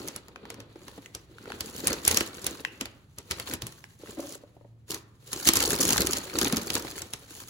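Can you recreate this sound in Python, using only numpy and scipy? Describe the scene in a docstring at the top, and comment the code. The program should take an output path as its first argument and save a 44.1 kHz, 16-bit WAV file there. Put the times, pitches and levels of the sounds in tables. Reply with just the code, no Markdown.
"""A small room with a low hum, where hands open a paper takeout bag on a table close to a stereo microphone.
They slide a carton of fries out and drag the bag aside. Showers of tiny ringing cracks make the rustle,
with smooth noise for paper rubbing on paper; noise bursts and short resonances make the snaps, pops and thuds.
Resonated noise makes the carton's drag and taps; decaying noise makes the reverb, a wavering sine the hum."""
import sys
import numpy as np
from scipy import signal
from scipy.fft import rfft, irfft, next_fast_len
from scipy.io import wavfile
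from scipy.ndimage import map_coordinates

SR = 44100
rng = np.random.default_rng(int(sys.argv[2]) if len(sys.argv) > 2 else 0)


def bounce(signal):
    """Save signal as a 16-bit WAV file at the path given by the first command-line argument."""
    frames = np.transpose(np.atleast_2d(signal))
    limited = np.clip(frames, -1, 1)
    pcm = np.round(limited * 32767).astype(np.int16)
    wavfile.write(sys.argv[1], SR, pcm)


N = 330309
LEAD_IN = .012  # s in which a burst may swell before its peak

# tone of flapping panels, under the rustle and under each snap: (frequency [Hz], gain [dB])
FLAP_TONE = [(25, -21), (60, 1.5), (180, -5), (350, -2), (500, -5), (700, -8.5), (1400, -11), (4000, -63.5)]


def amp(db):
    """Decibels to gain."""
    return 10 ** (np.asarray(db) / 20)


def unit(x):
    """x at rms 1."""
    return x / np.sqrt(np.mean(x ** 2) + 1e-20)


def peaked(x):
    """x with a peak of 1, taken as the mean of both rows' peaks."""
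    return x / np.abs(x).max(axis=1).mean()


def along(points, hz):
    """(Hz, value) points read on a log frequency axis."""
    f, v = np.transpose(points)
    return np.interp(np.log(hz + 1), np.log(f), v)


def wobble(rate):
    """A smooth random curve, rate knots a second."""
    knots = rng.standard_normal(int(N * rate / SR) + 4)
    return map_coordinates(knots, [np.arange(N) * rate / SR])


def filtered(x, response):
    """x times a complex response of frequency."""
    m = next_fast_len(N + 8192)
    hz = np.fft.rfftfreq(m, 1 / SR)
    return irfft(rfft(x, m) * response(hz), m)[..., :N]


def coloured(x, spectrum, size=4096):
    """x through a causal minimum-phase filter with the given spectrum."""
    gain = amp(along(spectrum, np.fft.rfftfreq(size, 1 / SR)))
    cepstrum = irfft(np.log(gain))
    # folding the cepstrum onto positive time puts the energy as early as it can go
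    cepstrum[1:size // 2] *= 2
    cepstrum[size // 2 + 1:] = 0
    impulse = irfft(np.exp(rfft(cepstrum)))
    return signal.fftconvolve(x, impulse[None], axes=1)[:, :x.shape[1]]


def ringing(x, hz, q):
    """x through one resonance."""
    w = 2 * np.tan(np.pi * min(hz / SR, .4))
    b, a = signal.bilinear([w / q, 0], [1, w / q, w * w])
    return signal.lfilter(b, a, x)


def burst(attack, t60, size=4096):
    """Two unrelated noises that swell up to the end of the lead-in and then die away."""
    t = np.arange(size) / SR - LEAD_IN
    swell = np.exp(np.minimum(t, 0) / attack)
    decay = amp(-60 * np.maximum(t, 0) / t60)
    return rng.standard_normal((2, size)) * swell * decay


def add(track, s, sound):
    """Lay a sound into a track at a time in seconds."""
    part = track[:, max(round(s * SR), 0):][:, :sound.shape[1]]
    part += sound[:, :part.shape[1]]


def handling():
    """Flapping and sliding levels in dB; every move swells and fades, and overlapping moves add in power."""
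    # hand moves on the bag: (time of the height [s], swell [s], fade [s], flap level [dB], slide level [dB])
    hand_moves = [(0.01, .3, 0.28, -42, -52.5), (0.499, 0.37, 0.54, -47.5, -73),
                  (0.89, 0.25, 0.47, -55.5, -60), (1.5, 0.23, 0.26, -44.5, -58),
                  (1.759, 0.31, 0.53, -44.5, -47), (1.894, 0.099, .1, -31, -41.5),
                  (2.11, 0.076, 0.15, -31.5, -29.5), (2.481, 0.39, 0.39, -42, -50),
                  (3.33, 0.27, .33, -52.5, -59), (3.533, 0.2, 0.037, -38.5, -42),
                  (3.63, 0.023, 0.45, -54.5, -54), (4.058, 0.09, 0.43, -48.5, -54.5),
                  (4.345, 0.36, 0.037, -55.5, -47), (4.906, 0.016, 0.073, -35.5, -33.5),
                  (5.319, 0.054, 0.63, -45, -43.5), (5.487, 0.097, 0.036, -33, -24),
                  (5.6, 0.2, 0.36, -30.5, -33.5), (5.731, 0.1, 0.083, -25, -25),
                  (5.899, 0.17, 0.3, -24.5, -25.5), (6.429, 0.16, 0.11, -28, -36.5),
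                  (6.55, 0.096, 0.11, -31, -37.5), (6.758, 0.81, 0.48, -38, -40),
                  (7.402, 0.19, 0.11, -48.5, -43.5)]
    swing_db = 20  # a move gains this much over its swell and loses it over its fade
    t = np.arange(N) / SR
    power = np.zeros((2, N))
    for s, swell, fade, flap_db, slide_db in hand_moves:
        drop_db = swing_db * np.maximum((s - t) / swell, (t - s) / fade)
        power += amp([[flap_db], [slide_db]]) ** 2 * amp(-drop_db) ** 2
    return 10 * np.log10(power + 1e-20)


def buckles(rate, low_hz, high_hz, t60, spread_db, crack, count, size):
    """Tiny buckles of uneven size, rate a second, each a noisy crack with its own few modes; rms 1."""
    draws = rng.random((int(rate * N / SR), 2 + 4 * count))
    start, strength = (draws[:, 0] * N).astype(int), draws[:, 1]
    pitch, phase = draws[:, 2:].T.reshape(2, 2, count, -1, 1).astype(np.float32)
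    t = np.arange(size, dtype=np.float32) / SR
    hz = low_hz + (high_hz - low_hz) * pitch
    modes = unit(np.sin(2 * np.pi * (hz * t + phase)).sum(axis=1))
    noisy = modes + crack * rng.standard_normal(modes.shape)
    rings = noisy * (1 - np.exp(-high_hz * t)) * amp(-60 * t / t60)
    # many small ones, a few large
    rings *= amp(-spread_db * np.log(np.maximum(strength, .06)))[:, None]
    where = (start[:, None] + np.arange(size)).ravel()
    return unit(np.array([np.bincount(where, r.ravel(), N + size)[:N] for r in rings]))


def rubbed(grain, share):
    """Grain blended in power with the smooth noise of rubbing."""
    share = np.clip(share, .1, .95)
    return np.sqrt(share) * grain + np.sqrt(1 - share) * rng.standard_normal((2, N))


def rustle():
    """Moving paper: panels flap, creases crumple, and surfaces slide with a fine crinkle."""
    # tone of crumpling creases: (frequency [Hz], gain [dB])
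    crumple_tone = [(300, -45), (700, -4.5), (1100, -2), (2800, 0), (4500, 0.5), (9000, -69)]
    # tone of paper sliding on paper: (frequency [Hz], gain [dB])
    slide_tone = [(1200, -23.5), (3000, 2.5), (4500, -3), (7000, 4), (11000, -2), (15500, -3.5)]
    flap_db, slide_db = handling()
    crumple_db = 0.58 * flap_db + 0.34 * slide_db  # crumpling needs both bending and sliding
    grip_db = 2.51 * wobble(40)  # the fingers move in small jerks

    panels = buckles(rate=140, low_hz=161.3, high_hz=565.4, t60=0.048,
                     spread_db=3.5, crack=1.8, count=2, size=2048)
    creases = buckles(rate=210, low_hz=662, high_hz=4575, t60=0.02,
                      spread_db=4.5, crack=1.0, count=3, size=512)
    fibres = buckles(rate=250, low_hz=1010, high_hz=15270, t60=0.016,
                     spread_db=6.0, crack=0.75, count=6, size=256)

    # hard handling buckles the paper; gentle handling rubs it more
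    share = 0.85 + 0.02 * (slide_db + 42.5)
    sway = unit(coloured(rng.standard_normal((2, N)), FLAP_TONE))
    flapping = unit(unit(coloured(panels, FLAP_TONE)) + 0.38 * sway)
    crumpling = unit(coloured(rubbed(unit(creases + .5 * fibres), share), crumple_tone))
    sliding = unit(coloured(rubbed(unit(fibres + .5 * creases), share), slide_tone))

    flap = amp(flap_db - 1.5) * flapping
    crumple = amp(crumple_db - 4.5) * crumpling
    slide = amp(slide_db + 3.5) * sliding
    return amp(grip_db) * (flap + crumple + slide)


def background():
    """Low room noise, and a sine hum that wavers in pitch and comes and goes in level."""
    # rise and fall of the hum: (time [s], level [dB])
    hum_level = [(.2, -76), (.6, -50.5), (.8, -60), (4.499, -65), (4.7, -50.5), (5, -57.5)]
    # tone of the room noise: (frequency [Hz], gain [dB])
    quiet_tone = [(25, -18), (65, -0.5), (125, 1.5), (200, -7), (700, -26), (15500, -52)]
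    s, db = np.transpose(hum_level)
    hum_hz = 113 + 4 * wobble(4.3)
    hum = amp(np.interp(np.arange(N) / SR, s, db)) * np.sin(2 * np.pi * np.cumsum(hum_hz) / SR)
    noise = amp(-59.0) * unit(coloured(rng.standard_normal((2, N)), quiet_tone))
    return noise + hum * np.array([[1], [0]])  # the first row reaches both ports alike


def room(x):
    """Diffuse reverberation of the first row; each frequency dies at its own speed."""
    # decay of the room: (frequency [Hz], time to fall 60 dB [s])
    room_decay = [(150, 0.56), (1450, 0.85), (2100, 0.5), (12000, 0.06)]
    hz, t, z = signal.stft(rng.standard_normal((2, SR // 2)), SR, nperseg=256)
    fading = z * amp(-60 * t / along(room_decay, hz)[:, None])
    tail = signal.istft(fading, SR, nperseg=256)[1]
    tail = np.pad(tail, ((0, 0), (SR // 200, 0)))  # the first reflections come 5 ms late
    return signal.fftconvolve(x[:1], tail / np.linalg.norm(tail[0]), axes=1)[:, :N]


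def facet(push, hz, q):
    """A patch of paper rings at its main pitch and at a few chance side modes."""
    side_q, spread = 9, 0.48  # sharpness of the side modes; their scatter in log pitch
    side_hz = hz * np.exp(spread * rng.standard_normal(size=4))
    sides = sum(ringing(push, f, side_q) for f in side_hz)
    return unit(ringing(push, hz, q)) + .5 * unit(sides)


def snaps():
    """A crease cracks over a faint slower burst, its small facet rings, and the panel around it flaps."""
    # distinct snaps of creases, from faint ticks to loud cracks:
    # (time just before the snap [s], level [dB], facet pitch [Hz])
    crease_events = [(0.0754, -25.5, 11100), (0.0832, -21.5, 6100), (0.161, -23, 9700),
                     (0.2825, -36.5, 1610), (0.5019, -26.5, 1030), (0.542, -36, 1630), (0.602, -32.5, 1600),
                     (0.881, -27.5, 1080), (1.1486, -23, 6200), (1.6066, -16.5, 4840), (1.8706, -7.5, 9600),
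                     (1.8789, -12, 7040), (1.929, -15, 6360), (2.05, -15, 7000), (2.0771, -3, 10800),
                     (2.1116, -11, 6500), (2.1443, -16, 4430), (2.171, -4.5, 6300), (2.2068, -14.5, 1740),
                     (2.4426, -22, 7200), (2.4654, -10.5, 9200), (2.81, -17.5, 2510), (2.8551, -23.5, 2680),
                     (3.184, -24, 7150), (3.31, -13.5, 2050), (3.3173, -19.5, 3660), (3.3978, -20.5, 2880),
                     (3.5362, -15.5, 11400), (3.62, -21.5, 4200), (3.667, -24, 9700), (4.944, -21, 7300),
                     (5.3304, -14.5, 7200), (5.4722, -8, 6500), (5.4873, -4, 6040), (5.5345, -8.5, 10900),
                     (5.5552, -11, 6950), (5.5693, -7, 6600), (5.603, -11, 6800), (5.704, -14.5, 10700),
                     (5.8515, -11.5, 7040), (5.8904, -13, 6540), (5.9045, -9, 6630), (5.9306, -7.5, 6340),
                     (5.9783, -9, 3700), (6.0177, -12, 4850), (6.0694, -12.5, 6600), (6.132, -11.5, 6250),
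                     (6.1689, -16.5, 6750), (6.3861, -11.5, 7150), (6.4131, -10.5, 4330),
                     (6.4455, -13, 4940), (6.5243, -15.5, 4780), (6.568, -13.5, 5930), (6.7021, -11, 3600),
                     (6.7526, -14, 4360), (7.0184, -21, 6730), (7.1348, -17.5, 6400)]
    # tone of a snapping crease: (frequency [Hz], gain [dB])
    crease_tone = [(300, -23.5), (800, -3.5), (2000, -1), (4000, 2), (6800, 3.5), (11000, 2.5),
                   (15500, -1.5)]
    onset_shift_s = 0.001013  # constant shift from the listed time to the snap's peak
    flap_db, flap_grows = -23, 0.61  # panel flap under a snap of level 0 dB; dB of flap per dB of snap
    out = np.zeros((2, N))
    for s, db, hz in crease_events:
        crack = burst(attack=.0003, t60=.008) + amp(-22) * burst(attack=.003, t60=.02)
        ring = facet(burst(attack=0.0001, t60=0.017), hz, q=2.0)
        scatter = ringing(burst(attack=0.0046, t60=0.097), 2100, q=1.0)  # duller bounces inside the bag
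        snap = amp(-1.5) * unit(crack) + unit(ring) + amp(-5.0) * unit(scatter)
        flap = burst(attack=0.0032, t60=0.11)
        start = s + onset_shift_s - LEAD_IN
        add(out, start, amp(db + 2.5) * peaked(coloured(snap, crease_tone)))
        add(out, start, amp(flap_db + flap_grows * db) * peaked(coloured(flap, FLAP_TONE)))
    return out


def pops():
    """A short push makes a stiff patch of paper or card pop or knock with a short pitch."""
    # stiff patches: (time [s], level [dB], pitch [Hz])
    stiff_patches = [(0.3597, -37.5, 1440), (0.454, -42, 1080), (1.06, -39.5, 2130), (1.384, -45, 1460),
                     (1.457, -42.5, 1420), (1.5023, -38, 790), (1.52, -30.5, 1500), (2.65, -21.5, 1850),
                     (3.841, -39.5, 1810), (5.961, -26.5, 1150)]
    out = np.zeros((2, N))
    for s, db, hz in stiff_patches:
        push = burst(attack=.0003, t60=14 / hz) + amp(-21) * burst(attack=.0005, t60=.07)
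        add(out, s - LEAD_IN, amp(db + 9.0) * peaked(facet(push, hz, q=4.7)))
    return out


def thuds():
    """A soft push swings a slack panel for a few cycles, and it flops over with a low thud."""
    # slack panels: (time [s], level [dB], pitch [Hz])
    slack_panels = [(0.758, -40, 350), (0.979, -39, 285), (1.477, -38, 440), (2.209, -27, 290),
                    (2.815, -32, 230), (3.541, -34, 230), (3.63, -38.5, 110), (5.491, -20.5, 314),
                    (6.531, -22.5, 223), (6.575, -27, 218), (6.848, -31.5, 420)]
    out = np.zeros((2, N))
    for s, db, hz in slack_panels:
        push = burst(attack=.5 / hz, t60=16 / hz)
        add(out, s - LEAD_IN, amp(db + 4.5) * peaked(ringing(push, hz, q=3.3)))
    return out


def carton():
    """The carton's edge catches and slips on the paper, its walls are tapped, and its hollow body answers."""
    # the fry carton dragged up the bag wall: (time [s], level [dB])
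    drag_level = [(4.167, -59), (4.182, -38.5), (4.221, -46), (4.25, -41), (4.32, -63)]
    # hollow modes of the carton: (frequency [Hz], sharpness Q [-], relative level [dB])
    hollow_modes = [(306.5, 12.6, 23.5), (566, 11.5, 13)]
    # fingers and the bag's rim tap the carton: (time [s], level [dB])
    tap_events = [(4.035, -36), (4.193, -26.5), (4.354, -36), (4.436, -38.5), (4.567, -40), (4.611, -42.5),
                  (4.647, -44.5)]

    def body(push):
        """The hollow modes ring together."""
        return unit(sum(amp(level) * ringing(push, hz, q) for hz, q, level in hollow_modes))

    def wall(push):
        """Soft card dulls each tap."""
        return unit(ringing(push, hz=433, q=1.66))

    s, db = np.transpose(drag_level)
    slips = rng.standard_normal((2, N)) * amp(2 * wobble(120))
    out = body(slips) * np.interp(np.arange(N) / SR, s, amp(db), left=0, right=0)
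    for s, db in tap_events:
        push = burst(attack=0.00043, t60=0.029)
        tap = wall(wall(push) + .5 * body(push))
        add(out, s - LEAD_IN, amp(db) * peaked(tap))
    return out


def ports(pair, alike):
    """Two unrelated signals become left and right with a given likeness at each frequency."""
    def mid_side_gains(hz):
        """A likeness of 1 leaves only the mid; 0 mixes mid and side equally."""
        turn = np.arccos(np.clip(along(alike, hz), -1, 1)) / 2
        return np.array([np.cos(turn), np.sin(turn)])

    mid, side = filtered(pair, mid_side_gains)
    return np.array([mid + side, mid - side])


def scene():
    """The paper reaches the two ports out of step; the room comes from all around."""
    # phase between the microphone's ports: (frequency [Hz], lead of the left port [rad])
    port_phase = [(500, 0), (1400, .8), (2700, 3), (4300, 5.6), (6300, 5.9), (16000, -6.3)]
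    # likeness of left and right in the direct sound: (frequency [Hz], likeness [-])
    direct_alike = [(400, 0.94), (900, 0.51), (5000, 0.035), (8000, 0.96)]
    room_alike = [(350, 0.87), (1200, 0.051)]  # (frequency [Hz], likeness [-])

    def lead(hz):
        """Half the phase forward on the left, half back on the right."""
        return np.exp(.5j * np.interp(hz, *np.transpose(port_phase)) * np.array([[1], [-1]]))

    paper = rustle() + snaps() + pops() + thuds() + carton()
    direct = filtered(ports(paper, direct_alike), lead)
    around = amp(-15.0) * room(paper) + background()
    return direct + ports(around, room_alike)


def record(dry):
    """The sharpest cracks are rounded off below 0.8, and the recorder cuts steeply above its band limit."""
    top_hz = 16000
    rounded = dry / (1 + np.abs(dry / .8) ** 4) ** (1 / 4)
    return filtered(rounded, lambda hz: 1 / (1 + (hz / top_hz) ** 120))


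dry = scene()
out = record(dry)
bounce(out)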